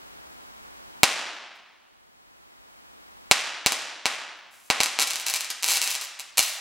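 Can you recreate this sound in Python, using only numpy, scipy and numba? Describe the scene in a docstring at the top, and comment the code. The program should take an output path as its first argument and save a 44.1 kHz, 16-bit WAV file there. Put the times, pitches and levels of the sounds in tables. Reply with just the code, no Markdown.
"""Capacitor bank sparking through foil

A charged capacitor bank shorts through a strip of foil on a bench in a hard-walled room. Each spark is
a tiny shock wave, a push and a rebound; filtered random taps and discrete echoes throw it back.
Arcs and crinkle are dense random small shocks; low rumble, shaped hiss and thin whines lie beneath.
The camera's gain control dives at each bang and lets its own hiss creep back up."""
import sys
import numpy as np
from scipy import signal
from scipy.fft import rfft, irfft
from scipy.io import wavfile
from numba import njit

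SR = 44100
rng = np.random.default_rng(int(sys.argv[2]) if len(sys.argv) > 2 else 0)


def file_out(sig):
    """Save sig as 16-bit WAV at sys.argv[1]."""
    # one column per channel
    cols = np.atleast_2d(sig).T
    # limit, then scale
    lim = np.clip(cols, -1, 1)
    pcm = np.round(lim * 32767).astype(np.int16)
    wavfile.write(sys.argv[1], SR, pcm)


def makeup_ratio(level_db):
    """Linear amplitude ratio for a level in decibels (20 dB per factor of ten)."""
    decades = np.asarray(level_db, float) / 20
    return 10 ** decades


N = 291456

# Bangs, where the foil blows apart. Each row: start in seconds, strength in dB before room and gain control,
# rebound time in ms, puff of hot gas in dB.
BANG_EVENTS = [(1.0327, 39, 0.044, 17), (3.3125, 36.5, 0.044, -6), (3.662, 34.5, 0.033, 8),
               (3.7217, 26, 0.032, 5.5), (4.0567, 25, 0.059, -18), (4.7018, 21, .07, -26),
               (4.8041, 25, 0.044, -2.5), (4.834, 24, 0.018, -26), (4.8599, 19.5, .04, -24),
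               (4.9891, 20, .07, -31), (6.3818, 19, 0.01, -34), (6.392, 20.5, 0.013, -34)]
# The loudest snaps of the arc. Each row: start in seconds, strength in dB before room and gain control.
SNAP_EVENTS = [(4.9979, 20.5), (5.0047, 20), (5.0129, 17.5), (5.0181, 22), (5.0211, 16.5), (5.0247, 23),
               (5.032, 19), (5.0731, 16), (5.077, 14.5), (5.1035, 12.5), (5.108, 18), (5.1343, 14),
               (5.1581, 16.5), (5.1876, 0), (5.1988, 11), (5.2635, 7.5), (5.2665, 16.5), (5.2842, 15.5),
               (5.3008, 12), (5.331, 6.5), (5.339, 17.5), (5.3449, 8), (5.358, 11), (5.3628, 11.5),
               (5.4083, 12), (5.4463, 6), (5.503, 7), (5.5036, 8.5), (5.5061, 6), (5.6261, 5.5),
               (5.6321, 11.5), (5.6434, 14.5), (5.6639, 7), (5.681, 11), (5.687, 14.5), (5.6955, 9),
               (5.7124, 9), (5.7178, 16), (5.7295, 11.5), (5.7361, 12), (5.7572, 11), (5.7594, 5),
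               (5.7673, 13), (5.7715, 16.5), (5.7785, 7), (5.8166, 19), (5.8275, 15), (5.841, 10),
               (5.86, 8), (5.8757, 14.5), (5.9144, 8), (5.9454, 6.5), (5.9526, 12), (6.0122, 5),
               (6.0211, -2.5), (6.1918, -7), (6.197, 1.5), (6.3726, 0), (6.3737, 6.5), (6.3801, 12.5),
               (6.3817, 15), (6.3839, 15.5), (6.3923, 21), (6.3937, 26.5), (6.4, 16), (6.408, 21.5)]
# Spells of sputtering arc. Each row: start in seconds, length in seconds, first level in dB, last level in dB,
# both before the bass is thinned and before room and gain control.
ARC_SPELLS = [(4.995, 0.025, -12, -6), (5.06, .155, -23, -20.5), (5.262, 0.043, -16, -10),
              (5.33, 0.03, -18, -8.5), (5.395, 0.077, -21, -35), (5.5, .018, -20, -33.5),
              (5.626, .06, -30, -7.5), (5.686, 0.09, -7.5, -7), (5.82, .14, -10.5, -15),
              (6.01, 0.068, -17, -34), (6.19, 0.012, -33, -24.5), (6.373, 0.013, -22.5, -13),
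              (6.415, 0.19, -3, -33)]
# Spells of faint treble crinkle, foil and hot crumbs. Each row: start in seconds, length in seconds,
# first level in dB, last level in dB, both before room and gain control.
CRINKLE_SPELLS = [(1.33, 0.054, -45, -56), (1.545, 0.018, -55, -49), (4.37, 0.02, -51, -56),
                  (4.51, 0.3, -46.5, -46)]
# Resonances of the camera shell. Each row: centre in Hz, level in dB against the direct sound,
# time to fall 60 dB in seconds.
SHELL_MODES = [(923, -24.5, 0.0082), (2900, -27.5, 0.0022), (4800, -24.5, 0.0012), (5500, -32, .002),
               (7890, -23, .0035), (12200, -21, 0.0014)]
# Bench, tiles and walls; dull bent paths turn over. Each row: delay in ms, signed gain, left-right tilt in dB.
WALL_ECHOES = [(.57, -.29, .5), (.946, .12, 3), (4.48, .12, -.5), (5.756, -.25, -8), (6.348, .42, 3.5),
               (8.14, .38, 5), (8.965, .3, -1), (11.28, .34, 0), (12.035, .19, -4), (13.94, .12, 3),
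               (15.45, .17, 10.5), (21.9, -.2, -4.5), (25.13, .083, -5)]
# How long the near room rings. Each row: frequency in Hz, time to fall 60 dB in seconds.
ROOM_DECAY = [(60, 0.1), (150, 1), (400, 0.77), (1000, 0.8), (2700, 0.83), (5500, 0.67), (8000, 0.5),
              (15000, 0.32)]
# Colour of the room tail. Each row: frequency in Hz, relative level in dB.
ROOM_COLOUR = [(60, -6.5), (160, -2.5), (220, 3), (430, 4), (490, 2), (640, 9.5), (1100, 7), (2000, 4),
               (5000, 0), (8500, 0.5), (12000, -5), (16000, -8.5)]
# Left-right likeness of the room tail. Each row: frequency in Hz, likeness from 0 to 1.
ROOM_LIKENESS = [(60, 0.75), (240, 0.87), (950, 0.9), (3770, 0.87), (15000, 0.48)]
# Swells of distant low rumble. Each row: start in seconds, length in seconds, first level in dB,
# last level in dB, both before gain control.
RUMBLE_SWELLS = [(0, 0.28, -73, -68), (.55, .3, -72, -70), (2.25, 0.18, -70, -75), (2.9, .3, -76, -72)]
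# Colour of the hiss shared by both microphones. Each row: frequency in Hz, relative density in dB per Hz.
HISS_MID_COLOUR = [(15, -37.5), (25, -11), (113, -8.5), (233, -2), (445, -5.5), (762, -1.5), (1410, -3.5),
                   (1570, -4.5), (14300, -17.5), (15500, -17.5)]
# Colour of the left-right difference hiss. Each row: frequency in Hz, relative density in dB per Hz.
HISS_SIDE_COLOUR = [(15, -38.5), (25, -5), (48, 7.5), (108, -8), (223, 0), (545, -1.5), (911, 1.5),
                    (7510, -17), (12200, -24), (16000, -24.5)]
# Whines of the electronics. Each row: frequency in Hz, rms level in dB before gain control.
WHINE_TONES = [(7865, -86), (15735, -72)]


def read(points, hz):
    """Value of a spectrum table at hz, interpolated over log frequency."""
    f, value = np.transpose(points)
    return np.interp(np.log(hz + 1), np.log(f + 1), value)


def evened(x):
    """Scaled to rms 1."""
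    return x / np.sqrt(np.mean(x ** 2))


def level(spells, rise_db_per_s=20000, fade_db_per_s=900):
    """Gain over time: each spell sets in, slides from its first level to its last, and dies."""
    t, out = np.arange(N) / SR, np.zeros(N)
    for start, length, first_db, last_db in spells:
        before_db = rise_db_per_s * np.maximum(start - t, 0)
        after_db = fade_db_per_s * np.maximum(t - start - length, 0)
        slide_db = np.interp(t, [start, start + length], [first_db, last_db])
        out = np.maximum(out, makeup_ratio(slide_db - before_db - after_db))
    return out


def shock(push_ms, rebound_ms, late=0.):
    """A sharp push, then a rebound of equal area; the microphone turns it over. late is in samples."""
    ms = np.maximum(np.arange(160) - late, 0) / SR * 1000
    push = np.sin(np.pi * np.minimum(ms / push_ms, 1))
    after = np.maximum(ms - push_ms, 0) / rebound_ms
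    rebound = after * np.exp(-after)
    return rebound * push.sum() / rebound.sum() - push


def sparks(shortest_push_ms=0.052, swelling=0.45, snap_rebound_ms=0.021, puff_ms=0.21):
    """A slow rebound goes with a long push; a bang also throws a low puff of hot gas."""
    out = np.zeros(N + SR)
    bangs = [row[:3] for row in BANG_EVENTS]
    snaps = [(*row, snap_rebound_ms) for row in SNAP_EVENTS]
    for start, db, rebound_ms in bangs + snaps:
        at = int(start * SR)
        push_ms = shortest_push_ms + swelling * rebound_ms
        crack = shock(push_ms, rebound_ms, late=start * SR - at)
        out[at:at + len(crack)] += makeup_ratio(db) * crack
    puff = shock(puff_ms, puff_ms)
    for start, _, _, puff_db in BANG_EVENTS:
        at = int(start * SR)
        out[at:at + len(puff)] += makeup_ratio(puff_db) * puff
    return out[:N]


def crackle(per_s, spread_db, push_ms):
    """Small shocks at random moments, more small ones than large, rms 1."""
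    size = makeup_ratio(spread_db * np.minimum(rng.exponential(1, N), 3))
    struck = rng.random(N) < per_s / SR
    return evened(np.convolve(size * struck, shock(push_ms, push_ms * 0.48))[:N])


def arcs(spits_db=4, thin_hz=900):
    """The arc restrikes about a thousand times a second, with sparser, larger spits on top; little bass."""
    fine = crackle(per_s=1100, spread_db=3.5, push_ms=0.061)
    spits = crackle(per_s=220, spread_db=4, push_ms=0.045)
    sputter = level(ARC_SPELLS) * evened(fine + makeup_ratio(spits_db) * spits)
    return signal.lfilter(*signal.butter(1, thin_hz, "high", fs=SR), sputter)


def crinkle():
    """Dense, thin ticks, small shocks stripped of their body by a high-pass."""
    ticks = crackle(per_s=1500, spread_db=4, push_ms=0.05)
    thin = signal.sosfilt(signal.butter(2, 6500, "high", fs=SR, output="sos"), ticks)
    return level(CRINKLE_SPELLS) * evened(thin)


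def shell(detune=0.031, lean=0.096, lean_hz=700):
    """The camera body rings briefly, a little differently at each microphone; bass leans right."""
    t, out = np.arange(600) / SR, np.zeros((2, 600))
    for k, (hz, db, t60) in enumerate(SHELL_MODES):
        # the two microphones hear each mode detuned opposite ways, alternating from mode to mode
        pair_hz = hz * (1 + (-1) ** k * detune * np.array([[1], [-1]]))
        out += makeup_ratio(db - 60 * t / t60) * np.sin(2 * np.pi * pair_hz * t)
    out[:, 0] += 1  # direct sound
    bass = signal.lfilter(*signal.butter(1, lean_hz, fs=SR), out)
    return out + lean * np.array([[-1], [1]]) * bass


def echoes(wall_hz=10000, clutter_db=-31, clutter_t60=0.026, wide=0.13):
    """Direct path, scatter off the things on the bench and dulled wall echoes, all ringing the shell."""
    t = np.arange(2000) / SR
    shared, own = rng.standard_normal((2, 2000))
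    scatter = np.array([shared + wide * own, shared - wide * own])
    late = makeup_ratio(clutter_db - 60 * t / clutter_t60) * scatter
    late[:, :10] = 0  # the nearest object adds 8 cm of path
    for ms, gain, pan_db in WALL_ECHOES:
        late[:, round(ms * SR / 1000)] += gain * makeup_ratio(np.array([0.5, -0.5]) * pan_db)
    paths = signal.lfilter(*signal.butter(1, wall_hz, fs=SR), late)
    paths[:, 0] += 1  # direct sound stays bright
    return signal.fftconvolve(paths, shell(), axes=1)


def room(tail_db=-3, rise_ms=8, far_db=-16, slower=1.46):
    """The echoes, then a sparse diffuse tail dying band by band; the far end of the room dies slower."""
    size = 3 * SR // 2
    # one random tap somewhere in every ten samples
    at = np.arange(0, size - 10, 10)
    taps = np.zeros((2, size))
    taps[:, at + rng.integers(0, 10, len(at))] = rng.standard_normal((2, len(at)))
    hz, t, z = signal.stft(taps, SR, nperseg=512)
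    same = np.clip(read(ROOM_LIKENESS, hz), -1, 1)[:, None]
    z[1] = same * z[0] + np.sqrt(1 - same ** 2) * z[1]
    fall_db = -60 * t / read(ROOM_DECAY, hz)[:, None]
    near, far = makeup_ratio(fall_db), makeup_ratio(far_db + fall_db / slower)
    z *= makeup_ratio(read(ROOM_COLOUR, hz))[:, None] * np.hypot(near, far)
    tail = signal.istft(z, SR, nperseg=512)[1][:, :size]
    tail *= 1 - np.exp(-np.arange(size) / SR * 1000 / rise_ms)
    tail *= makeup_ratio(tail_db) / np.linalg.norm(tail[0])
    early = echoes()
    tail[:, :early.shape[1]] += early
    return tail


def rumble(low_hz=45, high_hz=75):
    """A narrow band of low noise that comes and goes, alike at both microphones."""
    band_filter = signal.butter(2, [low_hz, high_hz], "band", fs=SR, output="sos")
    band = signal.sosfilt(band_filter, rng.standard_normal(N))
    return level(RUMBLE_SWELLS, rise_db_per_s=60, fade_db_per_s=57.5) * evened(band)


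def hiss(mid_db=-56.5, side_db=-46):
    """Steady amplifier noise, strongest as a left-right difference, plus thin whines."""
    hz = np.fft.rfftfreq(N, 1 / SR)
    white = rfft(rng.standard_normal((2, N)))
    mid = makeup_ratio(mid_db) * evened(irfft(white[0] * makeup_ratio(read(HISS_MID_COLOUR, hz)), N))
    side = makeup_ratio(side_db) * evened(irfft(white[1] * makeup_ratio(read(HISS_SIDE_COLOUR, hz)), N))
    for f, db in WHINE_TONES:
        mid += makeup_ratio(db) * np.sqrt(2) * np.sin(2 * np.pi * f * np.arange(N) / SR)
    return np.array([mid + side, mid - side])


def scene(mic_low_hz=130):
    """Sparks through the room and the small microphones' bass loss, over rumble and hiss."""
    dry_sparks = sparks() + arcs() + crinkle()
    source = signal.lfilter(*signal.butter(1, mic_low_hz, "high", fs=SR), dry_sparks)
    in_room = signal.fftconvolve(source[None], room(), axes=1)[:, :N]
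    return in_room + rumble() + hiss()


@njit
def gain_control(x, knee, dive_db, keep):
    """Output over the knee piles up a cut in dB that drains away slowly; what is still too loud clips."""
    out, cut_db = np.empty_like(x), 0.
    for i in range(x.shape[1]):
        gain = 10 ** (-cut_db / 20)
        out[0, i] = min(max(x[0, i] * gain, -1.), 1.)
        out[1, i] = min(max(x[1, i] * gain, -1.), 1.)
        peak = max(abs(out[0, i]), abs(out[1, i]))
        cut_db = cut_db * keep + dive_db * max(peak - knee, 0.)
    return out


def roll_off(x):
    """The treble ends steeply here."""
    return signal.sosfilt(signal.butter(12, 16400, fs=SR, output="sos"), x)


def record(dry):
    """Gain control with clipping, recovering over 0.9 s, then a steep treble limit."""
    held = gain_control(dry, knee=0.2, dive_db=0.44, keep=np.exp(-1 / (0.9 * SR)))
    edge = signal.firwin(255, 15950, window=("kaiser", 7), fs=SR)
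    mix = signal.oaconvolve(held, edge[None], "same")
    return roll_off(mix)


dry = scene()
out = record(dry)
file_out(out)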